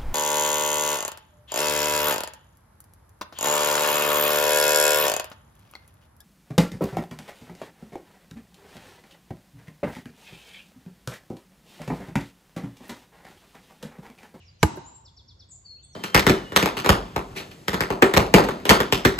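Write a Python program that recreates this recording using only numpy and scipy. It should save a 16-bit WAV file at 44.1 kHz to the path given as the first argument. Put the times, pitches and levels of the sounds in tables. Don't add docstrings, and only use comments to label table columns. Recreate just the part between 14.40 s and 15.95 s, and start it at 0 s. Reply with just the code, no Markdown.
import sys
import numpy as np
from scipy import signal
from scipy.fft import rfft, irfft
from scipy.io import wavfile
from scipy.ndimage import uniform_filter1d, minimum_filter1d

SR = 44100
rng = np.random.default_rng(int(sys.argv[2]) if len(sys.argv) > 2 else 0)


def magnitude_from_level(level_db):
    exponent = np.asarray(level_db, float) / 20
    return 10 ** exponent


def output_pcm(signal):
    pcm = np.clip(np.atleast_2d(signal).T, -1, 1) * 32767
    wavfile.write(sys.argv[1], SR, np.round(pcm).astype(np.int16))


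N = 68355

# pitch_hz, level_db (per Hz)
AIR_SPECTRUM = [(25, -13.5), (60, 1.5), (112, -0.5), (190, -17), (1000, -27), (2400, -38.5), (6500, -42.5),
                (10000, -54.5)]
# pitch_hz, likeness_share
PORT_LIKENESS = [(60, 1), (130, 1), (290, 0.43), (640, -0.19), (1400, -.1), (3000, 0.22), (8000, 0.095)]
# pitch_hz, t60_s, level_db
TRUNK_SCATTER = [(60, 0.34, -3), (149.7, 0.57, 7), (433, 0.64, -7), (900, 1, -2), (1860, .6, -5.5),
                 (3800, 0.94, -5.5), (7360, 0.62, -7), (12000, 0.1, 1)]
# pitch_hz, width_octaves, level_db, t60_s
FAR_ECHOES = [(2800, 0.71, -64.5, 1.5), (6800, 0.041, -82.5, 1.9), (7100, .06, -85.5, 15),
              (6600, .03, -80, 69)]
# start_s, pitch_hz, level_db
FAR_SONGS = [
    [(0, 3150, -63), (.02, 2601, -65.5), (.036, 2125, -68)],
    [(0, 5680, -83), (.05, 5200, -76), (.062, 5050, -78)],
    [(1.37, 2574, -65), (1.385, 2740, -78.5), (1.4, 3290, -63.5)],
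    [(1.42, 3800, -69.5), (1.435, 3484, -67.5), (1.47, 3417, -70)],
    [(1.45, 6676, -93), (1.5, 6600, -64), (1.53, 6600, -77)],
    [(.11, 4130, -89), (.15, 4180, -76), (.18, 4000, -84)],]
# offset_s, pitch_hz, level_db
SLIDE_SHAPE = [(0, 6150, -27), (.012, 5600, -15), (.025, 5520, -14), (.04, 4790, -3), (.052, 4630, -9),
               (.06, 4880, -16)]
# start_s, level_db
SLIDE_TIMES = [
    (0.047, -52),
]
# offset_s, pitch_hz, level_db
DIP_SHAPE = [(0, 6160, -16.5), (.01, 6050, -8), (.022, 5800, -0.5), (.034, 5682, -2.5), (.045, 5500, -16.5)]
# start_s, level_db
DIP_TIMES = [
    (.190, -59.5),
    (1.517, -57),
]
# start_s, pitch_hz, level_db
SEEP_NOTES = [(0.44, 6880, -69), (0.446, 6900, -63.5), (0.458, 6920, -51.5), (0.478, 7350, -54),
              (.49, 7330, -71), (0.534, 7470, -67.5), (0.558, 7504, -54.5), (0.574, 7440, -62.5),
              (0.585, 7390, -57)]
# offset_s, pitch_hz, level_db
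CHIRP_SHAPE = [(0, 4900, -17), (.006, 5750, -9), (.011, 5400, -3), (.017, 4600, 0), (.026, 3850, -11),
               (.035, 3520, -5), (.05, 3230, -16)]
# start_s, level_db
CHIRP_TIMES = [
    (0.6468, -52),
    (0.7634, -51.5),
    (0.8764, -51.5),
    (0.9897, -51),
]
# start_s, pitch_hz, level_db
WARBLE_NOTES = [(1.088, 7624, -61), (1.098, 8210, -60.5), (1.122, 6640, -49), (1.134, 7505, -53.5),
                (1.143, 7790, -58.5), (1.16, 6959, -54), (1.168, 6660, -60.5), (1.172, 6830, -88.5),
                (1.175, 6810, -49)]
# start_s, pitch_hz, level_db
WHISTLE_NOTES = [(1.243, 4680, -69), (1.254, 4614, -53), (1.264, 4496, -47), (1.275, 4385, -58.5),
                 (1.306, 4324, -45), (1.335, 4295, -52), (1.349, 4336, -52), (1.36, 4170, -57)]
# start_s, pitch_hz, level_db
RISING_NOTE = [(1.424, 6354, -60.5), (1.44, 7750, -55.5), (1.45, 8320, -45.5), (1.458, 8720, -62),
               (1.464, 8600, -91)]
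# pan_db, left_lead_s, echo_db
PERCHES = [
    (1, 0.000027, -2),
    (1.5, 0.00001, 3.5),
    (4, 0.000011, 4.5),
    (2, 0.000013, 1),
    (1, 0.00003, -2.5),
    (-2.5, .00001, -4),
    (1.5, 0.000059, 4),
]
# start_s, level_db
GRIT_TICKS = [
    (.3585, -53.5),
    (.3665, -49.5),
    (.3785, -55),
]
# start_s, level_db, thump_db, crack_db
CLUB_BLOWS = [
    (0.229, 2, -10, -18.5),
    (0.3713, -28, -16.5, -23),
]
# pitch_hz, level_db, t60_s, swell_s
BODY_MODES = [(150.6, -1.5, 0.046, 0.0022), (205, -8.5, .035, 0.006), (315.6, -14.5, 0.13, 0.0019),
              (443, 1, 0.027, 0.0029), (669.9, -6, .03, 0.002), (854, -14, 0.087, 0.0028),
              (970, -0.5, 0.023, 0.0015), (1210, -13.5, 0.046, 0.00067), (1576, -2.5, 0.024, 0.0029),
              (1760, -11.5, 0.027, 0.0016), (2250, -5, 0.018, 0.001), (2720, -13, 0.015, .001),
              (2850, -15.5, 0.02, 0.00088),
              (915, -30.5, .25, 0.018), (3020, -17.5, 0.026, .001), (3410, -21, 0.022, 0.0009),
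               (3973, -20, 0.029, 0.00067), (4110, -26.5, 0.036, .001), (4600, -24.5, 0.034, 0.00091),
               (4880, -25.5, 0.024, 0.00051), (5710, -29, .03, 0.003), (6140, -28, .03, 0.00058),
               (6900, -17.5, 0.027, 0.0022), (7740, -28.5, .025, .001)]
# pitch_hz, level_db, t60_s, swell_s
CLUB_MODES = [(153, -1.5, 0.07, 0.0049), (250, -3, .04, 0.0017), (363, 0.5, 0.082, 0.0016),
              (596, -5, 0.046, 0.0013), (747, -13, .04, .002), (1064, -12, 0.033, 0.001),
              (1584, -14.5, 0.047, 0.001)]
# pitch_hz, level_db
SENT_TO_TRUNKS = [(60, 6.5), (150, 10), (350, 8), (900, 5), (2000, 1), (4000, -9), (8000, -3.5),
                  (13000, -8)]
# pitch_hz, width_octaves, level_db
LOG_RINGS = [(911.6, 0.18, 6), (910, 0.048, 7), (2890, 0.0054, 9), (3954, 0.024, 9), (335, 0.3, 8)]
# pitch_hz, level_db
MIC_COLOUR = [(20, -32), (45, -9.5), (70, -2), (7800, 0), (9200, -13), (10200, 2), (12600, -1), (14500, -9)]
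# pitch_hz, level_db
MUTE_FLOOR = [(4500, -135), (6000, -118), (7800, -114), (9000, -114), (11000, -116), (14000, -118)]

TIME = np.arange(N) / SR
FREQ = np.fft.rfftfreq(N, 1 / SR)
SIDE = np.array([[.5], [-.5]])
TOP_HZ = 16400


def read(table, hz, column=1):
    a = np.array(table, float)
    return np.interp(np.log(hz), np.log(a[:, 0]), a[:, column])


def unit(x):
    return x / np.sqrt(np.mean(x ** 2))


def bell(f, hz, width):
    return np.exp(-.5 * (np.log2(f / hz) / width) ** 2)


def bands(x, hz, width):
    f = np.fft.rfftfreq(x.shape[-1], 1 / SR) + 1
    return irfft(rfft(x) * bell(f, hz, width), x.shape[-1])


def walk(size):
    once = uniform_filter1d(rng.standard_normal(N), size=size)
    return unit(uniform_filter1d(once, size=size))


def pair(like=None):
    mid, side = rfft(rng.standard_normal((2, N)))
    if like is None:
        like = read(PORT_LIKENESS, FREQ + 1)
    like = np.clip(like, -1, 1)
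    shared = np.sqrt(1 + like) * mid
    opposed = np.sqrt(1 - like) * side * np.array([[1], [-1]])
    return irfft(shared + opposed, N) / np.sqrt(2)


def ports(x, pan_db, lead_s):
    return irfft(rfft(x) * np.exp(2j * np.pi * FREQ * lead_s * SIDE), N) * magnitude_from_level(pan_db * SIDE)


def duck():
    after = TIME - CLUB_BLOWS[0][0]
    return -8 * (after > 0) * np.exp(-(after / .33) ** 6)


def air():
    wind = 0
    for hz in 32 * 2 ** np.arange(0, 8.6, .5):
        swell_db = .8 * walk(size=5000)
        flicker_db = 1.6 * walk(size=1200)
        db = read(AIR_SPECTRUM, hz) + swell_db + flicker_db
        wind = wind + magnitude_from_level(db) * bands(pair(), hz, .2)
    hiss_db = -94.5 + duck() + 2 * walk(size=3000)
    return magnitude_from_level(-54.5) * unit(wind) + magnitude_from_level(hiss_db) * unit(bands(pair(), 11200, 0.15))


def trunks():
    noise = pair()
    tail = 0
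    for hz in 45 * 2 ** np.arange(0, 8.1, .5):
        t60, db = read(TRUNK_SCATTER, hz, 1), read(TRUNK_SCATTER, hz, 2)
        tail = tail + bands(noise, hz, .2) * magnitude_from_level(db - 60 * TIME / t60)
    early = 1 + magnitude_from_level(4) * np.exp(-TIME / 0.026)
    tail = tail * early * np.clip(TIME / 0.0049, 0, 1)
    energy = np.sum(bands(tail, 3400, 0.54) ** 2)
    return tail / np.sqrt(energy / np.mean(bands(noise, 5500, 0.72) ** 2))


def through_trunks(x, echo):
    return signal.fftconvolve(x[None], echo, axes=1)[:, :N]


def far_echoes():
    out = 0
    for hz, width, db, t60 in FAR_ECHOES:
        out = out + unit(bands(pair(), hz, width)) * magnitude_from_level(db - 60 * TIME / t60)
    return out


def note(rows, start=0., db=0.):
    s, hz, level = np.array(rows, float).T
    t = TIME - start
    ends = np.clip(np.minimum(t - s[0], s[-1] - t) / .003, 0, 1)
    glide = uniform_filter1d(np.interp(t, s, hz), size=100)
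    tone = np.sin(2 * np.pi * np.cumsum(glide) / SR)
    return np.sqrt(2) * magnitude_from_level(np.interp(t, s, level) + db) * ends * tone


def birds(echo):
    chirps = sum(note(CHIRP_SHAPE, *c) for c in CHIRP_TIMES)
    slides = sum(note(SLIDE_SHAPE, *c) for c in SLIDE_TIMES)
    dips = sum(note(DIP_SHAPE, *c) for c in DIP_TIMES)
    far = sum(note(f) for f in FAR_SONGS)
    songs = [chirps, note(SEEP_NOTES), note(WARBLE_NOTES), note(WHISTLE_NOTES), note(RISING_NOTE),
             slides + dips, far]
    out = 0
    for song, (pan_db, lead_s, echo_db) in zip(songs, PERCHES):
        out = out + ports(song, pan_db, lead_s) + magnitude_from_level(echo_db) * through_trunks(song, echo)
    return out


def ticks():
    starts, levels = np.array(GRIT_TICKS)[:, :1], np.array(GRIT_TICKS)[:, 1:]
    t = np.clip(TIME - starts, 0, None) / .0012
    clicks = np.sum(magnitude_from_level(levels) * t * np.exp(1 - t), axis=0)
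    return unit(bands(pair(.5), 13500, .35)) * clicks


def swish():
    ahead = CLUB_BLOWS[0][0] - TIME
    return unit(bands(pair(), 2000, 1.6)) * magnitude_from_level(-51) * (ahead > 0) * np.exp(-np.abs(ahead) / .013)


def scatter(echo):
    f = FREQ + 1
    rings = sum(db * bell(f, hz, width) for hz, width, db in LOG_RINGS)
    sent = irfft(rfft(echo) * magnitude_from_level(5 + read(SENT_TO_TRUNKS, f) + rings), N)
    late = int(CLUB_BLOWS[0][0] * SR)
    return np.pad(sent, ((0, 0), (late, 0)))[:, :N]


def lean(hz):
    return magnitude_from_level(SIDE * -3 / (1 + hz / 300))


def ring(modes, t):
    body = 0
    for k, (hz, db, t60, swell) in enumerate(modes):
        part = (-1) ** k * SIDE * min(hz / 24000, 1) ** .5 * np.pi / 2
        level = magnitude_from_level(db - 60 * t / t60) * (1 - np.exp(-t / swell)) ** 2
        body = body + lean(hz) * level * np.sin(2 * np.pi * hz * t + part)
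    return body


def crack(t):
    crack_s, splinter_s = .0013, .010
    noise = unit(bands(pair(-.3), 6500, .8))
    burst = noise * t / crack_s * np.exp(1 - t / crack_s)
    fibres = noise - bands(noise, TOP_HZ, .2)
    return burst + fibres * magnitude_from_level(-18.5) * (t > 0) * np.exp(-t / splinter_s)


def thump(t):
    low_hz, start_hz, fall_s = 73.5, 106, 0.0045
    late_s, rise_s, hold_s = 0.017, 0.00047, 0.009
    u = np.clip(t - late_s, 0, None)
    turns = low_hz * u + (start_hz - low_hz) * fall_s * (1 - np.exp(-u / fall_s))
    swell = (1 - np.exp(-u / rise_s)) * np.exp(-(u / hold_s) ** 2 / 2)
    return lean(low_hz) * np.sin(2 * np.pi * turns) * swell


def blow(modes, start, db, thump_db, crack_db):
    t = np.clip(TIME - start, 0, None)
    return magnitude_from_level(db) * (ring(modes, t) + magnitude_from_level(crack_db) * crack(t) + magnitude_from_level(thump_db) * thump(t))


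def scene():
    echo = trunks()
    hits = blow(BODY_MODES, *CLUB_BLOWS[0]) + blow(CLUB_MODES, *CLUB_BLOWS[1])
    returned = magnitude_from_level(-31.5) * through_trunks(hits.mean(axis=0), echo) + scatter(echo)
    background = air() + far_echoes() + birds(echo)
    return background + ticks() + swish() + hits + returned


def mute(x):
    f, _, z = signal.stft(x, SR, nperseg=2048)
    power = np.mean(np.abs(z) ** 2, axis=0)
    db = 10 * np.log10(uniform_filter1d(power, size=16, axis=0) + 1e-18)
    loudest_below = -minimum_filter1d(-db, size=70, axis=0, origin=34)
    masked = loudest_below + np.where(f < 6400, -37, -200)[:, None]
    floor = np.maximum(read(MUTE_FLOOR, f + 1)[:, None], masked)
    floor = np.where(f[:, None] > MUTE_FLOOR[0][0], floor, -200)
    step = np.arange(len(f)) // 16 * 16
    gain = magnitude_from_level(-27 * np.clip(floor - db, 0, 1)[step])
    return signal.istft(z * gain, SR, nperseg=2048)[1][:, :N]


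def low_pass(x):
    return signal.sosfilt(signal.butter(12, 16580, fs=SR, output="sos"), x)


def record(dry):
    heard = irfft(rfft(dry) * magnitude_from_level(read(MIC_COLOUR, FREQ + 1)) * (FREQ + 1 < TOP_HZ), N)
    limited = np.tanh(heard * 0.81) / 0.76
    return low_pass(mute(limited))


dry = scene()
out = record(dry)
output_pcm(out)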